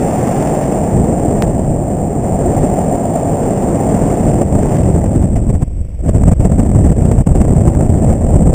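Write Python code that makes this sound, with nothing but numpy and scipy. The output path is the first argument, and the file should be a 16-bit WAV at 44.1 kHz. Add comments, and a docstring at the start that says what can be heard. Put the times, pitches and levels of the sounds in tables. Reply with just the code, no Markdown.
"""Air rushes over a small camera fixed to a paraglider harness. It starts as an even roar, with one
sharp click at 1.4 s and a hollow note that swells near 3 s. Around 5 s the microphone slips into a
wake of eddies (swirls of air) and the roar turns choppy. It drops into a short lull, baring the rush
of air through the glider's lines, then buffets harder from 6 s on. The mono recorder overloads on
the gusts, and all along its coarse, held samples mirror the roar into a fizz near 8 kHz."""
import sys
import numpy as np
from scipy import signal
from scipy.fft import rfft, irfft
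from scipy.io import wavfile
from scipy.ndimage import uniform_filter1d, map_coordinates

SR = 44100
rng = np.random.default_rng(int(sys.argv[2]) if len(sys.argv) > 2 else 0)


def digitize_waveform(pressure):
    """Quantize a signal to 16-bit integers and store it at the path in sys.argv[1].

    Rows of a 2-D input are taken as channels; values are limited to [-1, 1].
    """
    field = np.atleast_2d(pressure).T
    bounded = np.clip(field, -1, 1)
    quanta = np.round(bounded * 32767).astype(np.int16)
    wavfile.write(sys.argv[1], SR, quanta)


N = 376613
TIME = np.arange(N) / SR


def gain_of(db):
    """Turns decibels into a number to multiply by."""
    return 10 ** (np.asarray(db) / 20)


def curves(rows):
    """Joins each column of a table with straight lines in time."""
    times, *columns = np.transpose(rows)
    return [np.interp(TIME, times, column) for column in columns]


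def bell(t, width_s):
    """A smooth hump around t = 0."""
    return np.exp(-.5 * (t / width_s) ** 2)


def shaped_noise(shape):
    """Noise with one weight per frequency, scaled to an average power of one."""
    x = irfft(rfft(rng.standard_normal(N)) * shape, N)
    return x / np.sqrt(np.mean(x ** 2) + 1e-20)


def noise(tone):
    """Steady noise that follows a tone table and fades above its last row."""
    hz = np.fft.rfftfreq(N, 1 / SR)
    pitch_hz, level_db = np.transpose(tone)
    shape = gain_of(np.interp(np.log(hz + 1), np.log(pitch_hz + 1), level_db))
    return shaped_noise(shape / (1 + (hz / (2 * pitch_hz[-1])) ** 2))


def flutter(slow_hz, fast_hz):
    """Random wobble of the flow, mostly between two rates."""
    hz = np.fft.rfftfreq(N, 1 / SR)
    return shaped_noise(hz / (hz + slow_hz) ** 1.5 / (1 + (hz / fast_hz) ** 2))


def turbulence(tone, octaves, even_s):
    """Churning air: noise that slides in pitch, evened out so that the flow sets its swells."""
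    read_at = np.cumsum(2 ** octaves) % (N - 1)  # reading faster raises the pitch
    sliding = map_coordinates(noise(tone), [read_at], order=1)
    span = int(even_s * SR)
    power = uniform_filter1d(uniform_filter1d(sliding ** 2, span), span)
    return sliding / np.sqrt(abs(power) + 1e-6)


# tone of the air in the lines: pitch_hz, level_db
LINES_TONE = [(500, -10), (1000, -6), (1500, -14), (2200, 1), (2700, -3), (3300, -7), (4000, -18)]

def lines_rush():
    """Air slips through the glider's lines with a faint, smooth rush."""
    return gain_of(-59) * noise(LINES_TONE)


def click(start_s=1.4233, height=0.66, decay_s=0.00061):
    """A single sharp click, like a glitch, gone in about a millisecond."""
    t = TIME - start_s
    return height * np.sign(t) * np.exp(-abs(t) / decay_s)


# pockets of slack air: start_s, end_s, depth_db
LULLS = [(4.429, 4.523, 3), (5.581, 5.616, 5), (5.641, 6.037, 13), (5.87, 5.99, 4), (6.105, 6.135, 8),
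         (6.337, 6.396, 11), (6.926, 6.958, 7), (7.226, 7.261, 19), (7.32, 7.343, 7.5), (7.868, 7.892, 6),
         (8.158, 8.281, 2.5)]

def lulls(edge_s=0.0028):
    """How far the flow drops, in dB: each lull sets in quickly, holds and lets go."""
    return sum(db * .5 * (np.tanh((TIME - start) / edge_s) - np.tanh((TIME - end) / edge_s))
               for start, end, db in LULLS)


# the strongest eddies that hit the microphone: time_s, strength_db
EDDIES = [(2.952, 6), (3.16, 7), (4.297, 4), (4.417, 7), (4.557, 3.5), (5.162, 6), (5.367, 8), (5.503, 13),
          (5.549, 10), (5.627, 13.5), (6.093, 10.5), (6.171, 6.5), (6.284, 11), (6.321, 9.5), (6.407, 6),
          (6.452, 10.5), (6.596, 9), (6.76, 5.5), (6.854, 6.5), (6.9, 3.5), (7.054, 6.5), (7.119, 8.5),
          (7.187, 4.5), (7.272, 5), (7.36, 8), (7.412, 8), (7.68, 7), (7.902, 4), (8.102, 6.5), (8.36, 5)]

def gusts(wake):
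    """Push of the air, in dB. The wake makes large eddies longer and the flutter deeper."""
    large = sum(db * bell(TIME - s, width_s=0.0021 + 0.0055 * wake) for s, db in EDDIES)
    wobble = flutter(slow_hz=12.6, fast_hz=151)
    wobble -= 0.2 * (np.hypot(1, wobble) - 1)  # dips go deeper than peaks rise
    chop = (0.66 + 3.5 * wake ** 1.65) * wobble
    arrivals = 1. * (rng.random(N) < 9 / SR)  # about 9 small eddies a second
    t = np.arange(-SR // 20, SR // 20) / SR
    humps = signal.oaconvolve(arrivals, bell(t, width_s=0.0022), "same")
    small = 3.5 * np.minimum(humps, 1) / (1 + wake)
    return large + (chop + small) / (1 + (large / 7) ** 2)  # a 7 dB eddy halves the rest


def eddy_cores(wake):
    """The middle of each strong eddy flips the pressure quickly, hardest in the wake."""
    t = np.arange(-SR // 50, SR // 50) / SR
    swing = np.tanh(t / 0.00068) * bell(t, width_s=0.003)
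    time_s, strength_db = np.transpose(EDDIES)
    signs = rng.choice([-1., 1.], len(time_s))
    strikes = np.zeros(N)
    strikes[np.round(time_s * SR).astype(int)] = signs * gain_of(-13 + 0.66 * strength_db)
    return signal.oaconvolve(strikes * wake, swing, "same")


# broad surges of air: time_s, strength_db
SURGES = [(.99, 5), (1.68, 2), (4.55, 2.5), (5.19, 3), (5.8, 3.5), (6.28, 3), (6.87, 2), (7.8, 0.5),
          (8.43, 3)]

def swells():
    """Surges and a slow random wobble heave the low rumble, in dB."""
    surges = sum(db * bell(TIME - s, width_s=0.053) for s, db in SURGES)
    return surges + 1.45 * flutter(slow_hz=5.3, fast_hz=11)


def drive(air, level_db, wake_db, flow, gust, lull):
    """A layer's gain. Full wake adds wake_db; flow, gust and lull say how strongly it follows each."""
    change_db = flow * air["flow_db"] + gust * air["gust_db"] - lull * air["lull_db"]
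    return gain_of(level_db + wake_db * air["wake"] + change_db)


# tone of the hiss: pitch_hz, level_db
HISS_TONE = [(700, -4.5), (1100, 4.5), (1450, -1), (1850, 1), (2300, -4), (2800, -6.5), (3300, -11.5),
             (3800, -12.5), (4100, -25)]

def hiss(air, speed_octaves):
    """The finest turbulence hisses, louder in faster air."""
    gain = drive(air, level_db=-40, wake_db=-3, flow=1.45, gust=1.376, lull=0.97)
    return noise(HISS_TONE) * gain_of(17 * speed_octaves) * gain


# tone of the deepest rumble: pitch_hz, level_db
THUMP_TONE = [(10, -28), (22, -7.5), (40, -5.5), (65, -5), (95, -3), (125, -12.5), (200, -26.5), (400, -70)]

def thump(air, octaves, swell_db):
    """Deep thumping of air on the microphone, far stronger in the wake."""
    gain = drive(air, level_db=-24, wake_db=13.5, flow=.75, gust=0.67, lull=0.44)
    return turbulence(THUMP_TONE, octaves, even_s=0.097) * gain_of(swell_db) * gain


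# tone of the buffeting: pitch_hz, level_db
BUFFET_TONE = [(60, -19), (100, -6), (133, 0), (195, -0.5), (268, -3), (360, -10), (475, -18), (950, -60)]

def buffet(air, octaves, swell_db):
    """Air beats on the microphone; the wake's larger eddies lower the pitch."""
    beating = turbulence(BUFFET_TONE, .4 * octaves - .2 * air["wake"], even_s=0.049)
    gain = drive(air, level_db=-16, wake_db=2.5, flow=0.87, gust=0.89, lull=1.13)
    return beating * gain_of(0.75 * swell_db) * gain


# tones of the roar and of the hollow note near 700 Hz: pitch_hz, level_db
ROAR_TONE = [(200, -20), (335, 1), (420, 0.5), (530, 0.5), (620, 1), (715, -0.5), (820, -5.5), (950, -13.5),
             (1150, -22.5), (1530, -35), (3000, -66)]
HOLLOW_TONE = [(400, -35), (600, -6), (710, -0.5), (810, -12.5), (1200, -41.5)]
# the hollow note sings when the flow meets it at the right angle: time_s, level_vs_roar_db
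HOLLOW_LEVELS = [(0, -5), (.8, -6), (1.2, -15), (2.5, -5.5), (3.2, -1), (3.5, -19), (8.54, -14.5)]

def roar(air, octaves):
    """The microphone's opening resonates, which holds the roar's pitch nearly in place."""
    rush = turbulence(ROAR_TONE, .22 * octaves - .09 * air["wake"], even_s=0.089)
    ring = gain_of(curves(HOLLOW_LEVELS)[0])
    blend = (rush + ring * noise(HOLLOW_TONE)) / np.hypot(1, ring)  # keeps the power even
    return blend * drive(air, level_db=-16.5, wake_db=-7.5, flow=1.11, gust=0.91, lull=0.94)


# airflow at the camera: time_s, strength_db, wake (0 = smooth air, 1 = all eddies)
AIRFLOW = [(0, 0.5, .15), (.55, -0.5, 0.02), (1.0, 0, 0.25), (1.4, 1.8, 0.34), (1.65, -1, 0.38),
           (2.08, -2, 0.21), (2.55, 1.5, 0.29), (3.08, -1.5, 0), (3.7, 0.6, 0.16), (4.25, 2, 0.37),
           (4.95, 1, .55), (5.2, -1, .85), (5.55, -6.5, 1), (6.15, -1.5, 1), (6.88, 0, .9),
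           (7.35, 0.5, 0.92), (7.7, 1.5, 0.83), (8.54, 2, 0.71)]
# air speed past the camera, where one octave up is twice as fast: time_s, speed_octaves
AIR_SPEED = [(0, 0.34), (.4, 0.46), (1.1, 0.048), (1.7, -0.095), (2.2, -0.031), (2.6, 0.094), (4.1, 0.16),
             (4.55, -0.094), (4.75, .25), (4.92, -.08), (7, -0.068), (8.54, -0.23)]

def wind():
    """One airflow drives every layer; the wake trades roar and hiss for low thumping."""
    flow_db, wake = curves(AIRFLOW)
    air = dict(flow_db=flow_db, wake=wake, gust_db=gusts(wake), lull_db=lulls())
    speed_octaves = curves(AIR_SPEED)[0]
    octaves = speed_octaves - .035 * air["lull_db"]  # pitch rises with speed and sinks in a lull
    swell_db = swells()
    rumble = thump(air, octaves, swell_db) + buffet(air, octaves, swell_db)
    return rumble + roar(air, octaves) + hiss(air, speed_octaves) + eddy_cores(wake)


def scene():
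    """One microphone feeds both channels."""
    mono = wind() + lines_rush() + click()
    return np.array([mono, mono])


def overload(x, knee):
    """Leaves the wave alone up to the knee, then squashes its peaks to stay within 1."""
    over = np.maximum(abs(x) - knee, 0)
    return np.clip(x, -knee, knee) + np.sign(x) * (1 - knee) * np.tanh(over / (1 - knee))


def record(dry):
    """The recorder samples coarsely and overloads; holding each sample adds the high fizz."""
    sample_hz, repeats = 8000, 4
    coarse = signal.resample_poly(dry, sample_hz, SR, axis=1, window=("kaiser", 4))
    steps = np.repeat(overload(coarse, knee=.7), repeats, axis=1)
    length = round(steps.shape[1] * SR / (sample_hz * repeats))
    held = signal.resample(steps, length, axis=1)[:, :N]
    # the highest treble droops gently, then is cut off steeply
    softened = signal.lfilter(*signal.butter(2, 15000, fs=SR), held)
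    treble_cut = signal.firwin(1601, 15330, window=("kaiser", 8), fs=SR)
    return signal.oaconvolve(softened, treble_cut[None], "same")


dry = scene()
out = record(dry)
digitize_waveform(out)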